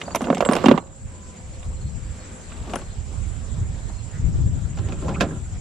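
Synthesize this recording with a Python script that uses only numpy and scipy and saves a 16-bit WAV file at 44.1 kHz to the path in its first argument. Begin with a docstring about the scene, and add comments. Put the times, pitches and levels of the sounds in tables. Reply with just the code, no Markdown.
"""Sorting tools in a yard

A hand sorts steel sockets and wrenches in a plastic toolbox tray: they knock and slide on the plastic
and clink on each other. Then a steel chest drawer slides open, jolting, and hits its stop.
Insects buzz and throb, a bird chips, a far tone comes and goes, wind rumbles on the microphone ports."""
import sys
import numpy as np
from scipy import signal
from scipy.io import wavfile

SR = 44100
rng = np.random.default_rng(int(sys.argv[2]) if len(sys.argv) > 2 else 0)


def to_wav(s):
    """Save 16-bit WAV."""
    ch = np.atleast_2d(s).T  # columns
    pcm = np.round(np.clip(ch, -1, 1) * 32767)  # PCM
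    wavfile.write(sys.argv[1], SR, pcm.astype(np.int16))


N = 247167
T = np.arange(N) / SR

# background level, ducking after the loud knocks and then recovering:
# time_s, far_noise_db, throbbing_insect_db
BACKGROUND_LEVELS = [(0, -44, -48), (.5, -44, -50), (.85, -52.5, -55), (1.3, -43.5, -53), (1.9, -46, -52.5),
                     (2.4, -42.5, -55.5), (4.2, -43.5, -51), (4.8, -44, -49.5), (5.6, -44, -50.5)]
# tools sliding over the tray and each other, one list a gesture: time_s, level_db, grit_over_level_db
TOOL_SLIDES = [
    [(0, -42.5, -5), (.12, -38.5, -21), (.19, -47.5, -12), (.25, -30.5, -14.5), (.39, -45, -37),
     (.52, -28.5, -17), (.6, -32.5, -9.5), (.72, -22.5, -20), (.82, -45, -19), (.95, -55, -21)],
    [(2.5, -54, 0), (2.62, -45.5, -8.5), (2.72, -37, -12), (2.83, -51.5, -3), (2.9, -78, -6)],
]


def from_db(db):
    """Decibels to gain."""
    return 10 ** (np.asarray(db) / 20)


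def unit_rms(x):
    """Scale to an rms of 1."""
    return x / np.sqrt(np.mean(x ** 2) + 1e-20)


def curves(rows, gated=False):
    """Breakpoint columns as curves in time; gated ones drop to -200 outside their span."""
    times, *columns = np.transpose(rows)
    outside = -200 if gated else None
    return [np.interp(T, times, column, outside, outside) for column in columns]


def at_hz(points, hz):
    """Read a spectrum on a log-frequency axis."""
    freqs, values = np.transpose(points)
    return np.interp(np.log(hz), np.log(freqs), values)


def pan_gains(pan_db):
    """Left and right gains; pan_db is always left over right."""
    return from_db(np.multiply.outer([.5, -.5], pan_db))


def band(x, low_hz, high_hz, order=2):
    """Butterworth band-pass."""
    return signal.sosfilt(signal.butter(order, [low_hz, high_hz], "band", fs=SR, output="sos"), x)


def drift(rate_hz):
    """Smooth random wander with a spread of 1."""
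    pole = np.exp(-80 * np.pi * rate_hz / SR)
    slow = signal.lfilter([1], [1, -2 * pole, pole * pole], rng.standard_normal(N // 40 + 2002))[2000:]
    return np.interp(np.arange(N) / 40, np.arange(len(slow)), unit_rms(slow - slow.mean()))


def ring(drive, hz, t60_s):
    """One resonance: a unit click starts a dying sine of height 1."""
    pole, step = from_db(-60 / (t60_s * SR)), 2 * np.pi * hz / SR
    return signal.lfilter([0, np.sin(step)], [1, -2 * pole * np.cos(step), pole * pole], drive + 1e-18)


def stereo_noise(correlation):
    """White noise with a given left-right correlation."""
    mid, side = rng.standard_normal((2, N))
    return np.sqrt((1 + correlation) / 2) * mid + np.sqrt((1 - correlation) / 2) * side * [[1], [-1]]


def flickering_noise(spectrum, correlations, low_hz, bands, flicker_db, rate_hz, shared):
    """Third-octave noise bands that flicker partly together, each with its own stereo width; rms 1."""
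    out, edges = 0, low_hz * 2 ** (np.arange(bands + 1) / 3)
    white, together = rng.standard_normal((2, 2, N)), drift(rate_hz)
    for k, (low, high) in enumerate(zip(edges, edges[1:])):
        mid, side = band(white[k % 2], low, high)
        hz = np.sqrt(low * high)
        alike = np.clip(at_hz(correlations, hz), -1, 1)
        gain = from_db(at_hz(spectrum, hz) + flicker_db * (shared * together + drift(rate_hz)))
        out = out + gain * (np.sqrt(1 + alike) * mid + np.sqrt(1 - alike) * side * [[1], [-1]])
    return unit_rms(out)


def grit_curve(slides):
    """Level in dB of the grit under a set of sliding gestures."""
    return np.max([sum(curves(slide, gated=True)) for slide in slides], axis=0)


def far_noise():
    """The yard's noise bed: a steady wash, low-passed at 10.6 kHz."""
    spectrum = [(120, 6), (200, 3.5), (300, -7), (530, -8), (850, -12.5), (3060, -20.5), (5070, -24.5),
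                (6500, -20), (8400, -18.5), (10300, -42.5), (11400, -51), (15000, -45)]  # colour: freq_hz, density_db
    correlations = [(60, 0.38), (180, 0.92), (550, 0.59), (1650, 0.034), (4970, 0.48), (15000, -1.1)]  # stereo image: freq_hz, correlation
    bed = flickering_noise(spectrum, correlations, 154.8, bands=20, flicker_db=2, rate_hz=10.5, shared=.4)
    bed *= from_db(curves(BACKGROUND_LEVELS)[0])
    return signal.sosfilt(signal.butter(4, 10600, fs=SR, output="sos"), bed)


def far_tones():
    """Two thin, wavering sines about an octave apart, off to the right."""
    low_tone = [(.82, 542, -57), (1.22, 540, -60), (1.32, 513, -56), (1.75, 518, -55), (2.05, 513, -63),
                (2.32, 514, -52), (2.6, 514, -62)]  # comes and goes: time_s, pitch_hz, level_db
    high_tone = [(1.1, 1008, -70), (1.15, 1008, -57), (1.45, 1006, -63)]  # joins briefly: time_s, pitch_hz, level_db
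    out = 0
    for tone in (low_tone, high_tone):
        phase = 2 * np.pi * np.cumsum(curves(tone)[0]) / SR
        level = from_db(curves(tone, gated=True)[1] + 2 * drift(26))
        out = out + np.sqrt(2) * level * np.sin(phase + [[.6], [-.6]])
    return out * pan_gains(-5.5)[:, None]


def insects():
    """A chorus blurs into a narrow buzz; a nearer insect rasps in regular throbs."""
    buzz_bands = [(7500, 590, -52), (7750, 160, -58)]  # the chorus: centre_hz, width_hz, level_db
    swell = [(0, -3), (2.2, 1), (4.2, 0.5), (5.6, 0)]  # its slow rise and fall: time_s, gain_db
    throb_rate_hz, first_throb_s = 13.51, .0454
    buzz = 0
    for hz, width, db in buzz_bands:
        level = from_db(db + 2 * drift(28))
        buzz = buzz + level * unit_rms(band(stereo_noise(-.13), hz - width / 2, hz + width / 2, order=3))
    rasp = unit_rms(band(stereo_noise(-.32), 6800, 7300))
    beat = np.cos(2 * np.pi * throb_rate_hz * (T - first_throb_s))
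    throb_db = curves(BACKGROUND_LEVELS)[1] + 8 * (beat - .6) + 1.5 * drift(90)
    return from_db(curves(swell)[0]) * buzz + from_db(throb_db) * rasp


def bird():
    """Short arched whistles that climb through each phrase, smeared by echoes from the trees."""
    phrases = [(0.069, .12, -45.5, 4500), (0.767, .817, -58, 4040), (1.542, 1.542, -54, 4250),
               (1.722, 1.87, -56, 4100), (2.065, 2.065, -56, 4620), (2.16, 2.21, -57, 4200),
               (2.473, 2.473, -54, 4180), (2.82, 2.912, -53.5, 4120), (3.84, 3.99, -56, 4060)]  # runs of chips: first_chip_s, last_chip_s, start_db, start_hz
    chip_s, spacing_s, fall_hz = .036, .049, 420
    rise_hz_per_s, swell_db_per_s = 690, 41
    out, n, waver_hz = np.zeros((2, N)), int(chip_s * SR), 40 * drift(60)
    arch_hz = fall_hz * (.25 - np.linspace(-.5, 1, n) ** 2)
    for first, last, start_db, start_hz in phrases:
        for s in np.linspace(first, last, 1 + round((last - first) / spacing_s)):
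            at = int(s * SR) - n // 2
            hz = start_hz + rise_hz_per_s * (s - first) + waver_hz[at:at + n] + arch_hz
            envelope = from_db(start_db + swell_db_per_s * (s - first)) * np.hanning(n)
            out[:, at:at + n] += envelope * np.sin(2 * np.pi * np.cumsum(hz) / SR + [[.6], [-.6]])
    age = T[:SR // 8]
    echoes = rng.standard_normal((2, len(age))) * from_db(-33 - 60 * age / .2)
    out *= from_db(2.5 * drift(120))  # leaves and air break the tone up
    return out + signal.fftconvolve(out, echoes, axes=1)[:, :N]


def wind():
    """Lumpy turbulence, partly different at each microphone port; stronger gusts reach higher."""
    gusts = [(0.0, -42.5, 0.5), (1.54, -36, 0), (1.7, -28, -0.5), (1.79, -29.5, -5), (1.9, -25, 6.5),
             (2.0, -30, 18), (2.07, -27, -8), (2.3, -41, 5), (3.21, -27, -9), (3.32, -29, -14.5),
             (3.52, -29, -9.5), (3.6, -22.5, -1), (4.09, -33.5, -15.5), (4.17, -26.5, -8.5),
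             (4.26, -19.5, 11), (4.38, -17.5, 2.5), (4.66, -26, 11), (4.79, -25, -6.5), (5.13, -27, 5),
             (5.22, -29, -16), (5.33, -30.5, 9), (5.6, -28.5, 0.5)]  # buffeting: time_s, level_db, pan_db
    spectrum = [(15, -7.5), (39, -1.5), (86, 3.5), (157, -5), (193, -15), (336, -27.5), (438, -56),
                (500, -37), (650, -68)]  # rumble colour: freq_hz, density_db
    level_db, pan_db = curves(gusts)
    rumble = flickering_noise(spectrum, [(20, .61), (500, .51)], 16.15,
                              bands=15, flicker_db=1, rate_hz=12.8, shared=2.04)
    dull = unit_rms(signal.sosfilt(signal.butter(2, 110, fs=SR, output="sos"), rumble))
    brightness = np.clip((level_db + 37) / 14, 0, 1)
    return from_db(level_db) * pan_gains(pan_db) * (dull + brightness * (rumble - dull))


def rustles():
    """Brief rustles and scrapes: bell-shaped puffs of band noise."""
    puffs = [(2.23, -52.5, 1440, 1.7, 0.49), (3.901, -42, 860, 1.3, 0.011),
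             (4.157, -48.5, 1680, 1.27, 0.078), (5.056, -31.5, 547, 1.12, 0.056),
             (5.116, -35, 755, 1.12, 0.096), (5.152, -36.5, 2330, 1.16, 0.019),
             (5.164, -35.5, 1280, 1.1, 0.024)]  # one a row: peak_s, level_db, centre_hz, edge_over_centre, length_s
    out = 0
    for peak_s, db, hz, edge, length_s in puffs:
        envelope = from_db(db) * np.exp(-4 * ((T - peak_s) / length_s) ** 2)
        out = out + envelope * unit_rms(band(stereo_noise(.66), hz / edge, hz * edge))
    return out


def struck_box(hits, modes, pan_path, slides, chatter_s, crack_s, drive_db, spread_db,
               flex_hz, flex_db, flex_s):
    """Blows click and chatter into a box's modes, crack and flex its floor; slides feed it grains."""
    favour_db, favour_octaves = 10, .16  # lift for modes near the pitch of a blow
    high_mode_hz, flex_lag_s, grains_per_s = 2050, .002, 1500
    start_s, knock_db, thud_db, crack_db, pitch_hz = np.transpose(hits)
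    at, pan_db = (start_s * SR).astype(int), curves(pan_path)[0]
    pan = pan_gains(pan_db)

    def blows(db, fall_s):
        """A click at each blow, and an envelope that jumps there and dies."""
        clicks = np.zeros((*np.shape(db)[:-1], N))
        clicks[..., at] = from_db(db)
        return clicks, signal.lfilter([1], [1, -np.exp(-1 / (fall_s * SR))], clicks + 1e-18)

    grains = (rng.random(N) < grains_per_s / SR) * from_db(1.6 * np.minimum(rng.exponential(1, N), 4))
    out, rubbed, noise = np.zeros((2, N)), np.zeros((2, N)), rng.standard_normal((2, N))
    for hz, mode_db, t60_s in modes:
        strength_db = knock_db + drive_db + mode_db + rng.normal(0, .65, len(at))
        strength_db += favour_db * np.exp(-(np.log2(hz / pitch_hz) / favour_octaves) ** 2)
        # heavy blows drive the low modes, hard edges the high
        strength_db += thud_db * np.clip((520 - hz) / 200, 0, 1) + crack_db * (hz > high_mode_hz)
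        # lows reach both ports alike, upper modes beam unevenly
        beam_db = rng.normal(pan_db[at] * min(hz / 550, 1) ** 2, spread_db * min(hz / 1100, 1) ** 2)
        shake, side = np.roll(noise, rng.integers(N), axis=1)  # each mode feels the contact its own way
        settle_s = chatter_s * max(1, 330 / hz)  # the lowest modes build up more slowly
        click, chatter = blows(strength_db + np.multiply.outer([.5, -.5], beam_db), settle_s)
        impact = .93 * min(hz / 400, 1) * click * np.sign(shake)
        out += ring(impact + 1.57 * chatter * shake / np.sqrt(settle_s * SR), hz, t60_s)
        friction = grains * (shake + min(hz / 2500, .6) * side * [[1], [-1]])
        rubbed += from_db(mode_db - 43 * (hz > high_mode_hz)) * ring(friction, hz, t60_s)
    # the floor gives just after the contact: a thump that swells for flex_s, then dies
    push = np.roll(blows(knock_db + thud_db + flex_db, flex_s)[0], int(flex_lag_s * SR))
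    flex_t60_s = flex_s * np.log(1000)
    out += ring(ring(push, flex_hz, flex_t60_s), flex_hz, flex_t60_s) * 2 * np.e / (flex_s * SR)
    out = band(out, 177, 4740, order=3)  # a small body gives no deep bass, a blunt contact no treble
    crack_bands = [(1900, 3800, .85, -7, 1), (3800, 7000, .5, -12, .7), (7000, 11000, .1, -37, .8)]
    for low_hz, high_hz, correlation, band_db, decay_ratio in crack_bands:
        crack = blows(knock_db + crack_db + band_db, crack_s * decay_ratio)[1]
        out += pan * band(crack * stereo_noise(correlation), low_hz, high_hz)
    rub_db = np.max([curves(slide, gated=True)[0] for slide in slides], axis=0)
    rub = from_db(rub_db) * unit_rms(band(rubbed, 77, 2500))
    grit = unit_rms(band(stereo_noise(.55) * from_db(3.8 * drift(100)), 760, 4000))
    return out + pan * (rub + from_db(grit_curve(slides)) * grit)


def chest_drawer():
    """A steel drawer rubs and jolts along its runners, then bangs on its stop."""
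    # jolts: start_s, knock_db, thud_over_knock_db, crack_over_knock_db, pitch_hz
    jolts = [(4.773, -26.5, -29, -5, 810), (4.787, -32.5, -1, 1, 1385), (4.886, -27.5, 3, 0.5, 766),
             (4.922, -28, -7, 0, 530), (5.023, -31, 6, -2, 1000), (5.082, -18.5, -4, -7.5, 1000),
             (5.091, -18, -10, -12, 567), (5.203, -22.5, -20, 5, 443), (5.208, -7, -3.5, 0.5, 620),
             (5.227, -13, -4, -30, 550), (5.308, -31, 6.5, -24, 437)]
    modes = [(169.5, 6.5, 0.074), (226, 2.5, 0.027), (305, -7, 0.14), (373, -2, 0.076), (447, -11, 0.034),
             (553, -7, 0.043), (674, -12, 0.045), (786, -15.5, 0.075), (1026, -11.5, 0.038),
             (1190, -12, 0.021), (1365, -10.5, 0.035), (1620, -9.5, 0.012), (2490, -11, 0.016)]  # drawer resonances: pitch_hz, level_db, t60_s
    runners = [(4.74, -61, -24), (4.78, -38, -21), (4.92, -33, -23), (5.0, -38.5, -16),
               (5.06, -31.5, -18.5), (5.17, -31.5, -22), (5.32, -30.5, -29), (5.42, -42.5, -43)]  # runner friction: time_s, level_db, grit_over_level_db
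    pan_path = [(4.7, -2), (5.4, -2)]  # just right of centre: time_s, pan_db
    return struck_box(jolts, modes, pan_path, [runners], chatter_s=.017, crack_s=.014,
                      drive_db=-8.5, spread_db=15, flex_hz=248, flex_db=-8, flex_s=.0052)


def steel_tools():
    """Steel on steel: a bright tick, random pings and a high ring; sliding adds a faint jingle."""
    tools = [
        [(5960, 2, .025), (9480, -2, .05), (10030, -6, .07), (11320, -6, .065), (12720, -8, .07),
         (14020, -13, .07)],
        [(8979, 1, .1), (5922, -10, .03), (15030, -22, .1)],
        [(7662, 6, .25), (9420, -11, .035)],
        [(12540, 0, .12), (11610, -2, .02), (10020, -3, .035)],
        [(9685, 4, .05), (14290, -17, .05), (5950, -7, .025)],
        [(11260, -5, .1), (12680, -10, .12), (5730, 4, .02)],
    ]  # resonances, one list a tool: pitch_hz, level_db, t60_s
    clinks = [(0.149, -37.5, -28, 0, 1), (0.157, -34.5, -28, 0, -4), (.218, -47, -36, 1, -2),
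              (0.23, -58, -43, 1, 1), (0.348, -48, -31.5, 2, 1.5), (.381, -65, -38, 5, 1),
              (0.408, -48, -32, 3, -3), (.451, -32, -51, 2, -2.5), (.496, -62, -36, 5, -6),
              (.513, -57, -34, 5, -1), (0.523, -31, -47, 1, -2), (0.534, -51, -27, 1, -3),
              (0.553, -52, -31, 5, -4), (0.564, -42, -28.5, 5, 0), (0.641, -46.5, -51, 2, -5),
              (0.669, -48, -50, 4, 0), (2.735, -46, -48, 4, 2), (2.756, -35.5, -32.5, 4, 4),
              (2.788, -50, -44, 4, 5)]  # contacts: start_s, ring_db, tick_db, tool_index, pan_db
    tick_s, ping_t60_s, touches_per_s = .004, .022, 90
    choke_s = .048  # a ringing tool soon touches another and falls silent
    wobble = from_db(2 * drift(60))  # touching neighbours unsettle the ring
    rings, ticks, age = np.zeros((2, N)), np.zeros((2, N)), T[:SR // 5]
    attack = np.minimum(age / .00053, 1) * (1 + .53 * np.exp(-age / .0047))  # overshoots, drops fast
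    envelope = attack / (1 + (age / choke_s) ** 8)
    for start_s, ring_db, tick_db, tool, pan_db in clinks:
        at, pan = int(start_s * SR), pan_gains(pan_db)[:, None]
        ticks[:, at:at + len(age)] += pan * from_db(tick_db) * np.exp(-age / tick_s)
        pings = [(hz, tick_db - 4 - 12 * np.log2(hz / 5000) + rng.normal(0, 3), ping_t60_s)
                 for hz in 5000 * 2 ** rng.uniform(0, 1.5, size=9)]
        modes = [(hz, ring_db + db, t60_s) for hz, db, t60_s in tools[tool]]
        for hz, db, t60_s in pings + modes:
            port_phase = rng.uniform(.51, 1.7) * np.array([[.5], [-.5]])
            partial = from_db(db - 60 * age / t60_s) * np.sin(2 * np.pi * hz * age + port_phase)
            rings[:, at:at + len(age)] += pan * envelope * partial
    touches = 1.3 * (rng.random(N) < touches_per_s / SR) * stereo_noise(.27)
    jingle = sum(from_db(db / 3) * ring(np.roll(touches, rng.integers(N), axis=1), hz, t60_s=.032)
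                 for modes in tools for hz, db, _ in modes)
    ticks = band(ticks * stereo_noise(.4), 5000, 9500, order=3)
    return wobble * rings + ticks + from_db(grit_curve(TOOL_SLIDES) - 27) * jingle


def plastic_tray():
    """Tools knock and slide in the tray, whose plastic answers with short, hollow resonances."""
    # tools landing: start_s, knock_db, thud_over_knock_db, crack_over_knock_db, pitch_hz
    knocks = [(0.015, -29.5, -37, 9, 1170), (0.08, -19.5, -14, -29, 740), (0.107, -24, -28, -14, 980),
              (0.148, -7.5, -27, -8.5, 913), (0.159, -14, -5, -4.5, 630), (0.208, -15.5, -8, -16, 650),
              (0.218, -13.5, 1.5, -17, 555), (0.242, -19.5, -4, -5.5, 650), (0.271, -16.5, -5, -20, 657),
              (0.284, -19, 5, -22, 580), (0.302, -4, 0, -18.5, 517), (0.327, -8.5, -11, -30, 585),
              (0.347, -27.5, 14.5, 7.5, 544), (0.37, -17, -6, -7, 716), (0.381, -23, 7, -8, 538),
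              (0.406, -6.5, -10, -7.5, 595), (0.425, -8, -27, -34, 547), (0.45, -14, -17, -6, 496),
              (0.461, -10, -9, -30, 622), (0.489, -6, 4.5, -11.5, 1070), (0.512, -11, -17, -16, 630),
              (0.521, -8, -3, -20, 550), (0.533, -7.5, -25, -9, 483), (0.553, -10, -5, -9, 440),
              (0.565, -7.5, -10, -10.5, 646), (0.585, -20, -20, -5, 885), (0.612, -28, -13, -9, 690),
              (0.641, -5.5, -1, -20, 780), (0.659, -5.5, 10, -3.5, 780), (0.684, -3.5, 6, -5.5, 980),
              (0.713, -3, 5.5, -10, 553), (0.74, -24.5, 16, -23, 970), (0.777, -10, -5, -10.5, 790),
              (1.629, -38.5, -16, -1.5, 504), (2.52, -27.5, -30, -9, 1490), (2.674, -31, 4.5, -19, 460),
              (2.735, -11.5, -10, -9.5, 754), (2.758, -14, -7, -11.5, 1490), (2.787, -25, -24, -15, 1500),
              (2.819, -30, 2.5, -26, 1100)]
    modes = [(166, -3, 0.14), (228, 0.5, 0.04), (258, -7.5, 0.06), (358, -0.5, 0.048), (428, -8.5, 0.064),
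             (546, -1.5, 0.032), (616, 3.5, 0.01), (708, -6.5, 0.038), (774, -10.5, 0.03), (953, 3, 0.01),
             (1131, -6.5, 0.032), (1220, -2.5, 0.012), (1490, -4.5, 0.0097), (1760, -19.5, 0.025),
             (2073.6, 3, 0.014), (2410, 7, 0.0038), (2480, -0.5, 0.013), (2810, 0.5, 0.024),
             (3160, 1.5, 0.0096), (3610, 0, 0.0096)]  # tray resonances: pitch_hz, level_db, t60_s
    pan_path = [(0, -3), (1.6, -16), (2.5, -5), (2.748, 4.5)]  # the tray's place as the microphone turns: time_s, pan_db
    return struck_box(knocks, modes, pan_path, TOOL_SLIDES, chatter_s=.0072, crack_s=.0068,
                      drive_db=-13.5, spread_db=3.5, flex_hz=242.7, flex_db=-5, flex_s=.003)


def scene():
    """Tray, drawer and tools up close, the yard behind them, wind on the microphone."""
    boxes = plastic_tray() + chest_drawer()
    yard = far_noise() + insects() + bird() + far_tones()
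    return boxes + steel_tools() + rustles() + yard + wind()


def record(dry):
    """The capsules hiss faintly, the loudest thuds overload softly and the top is cut."""
    hiss_db, stopband_hz = -80, 16135
    hissy = dry + from_db(hiss_db) * rng.standard_normal(dry.shape)
    clipped = hissy / (1 + np.abs(hissy) ** 6) ** (1 / 6)
    return signal.sosfilt(signal.cheby2(12, 70, stopband_hz, fs=SR, output="sos"), clipped)


dry = scene()
out = record(dry)
to_wav(out)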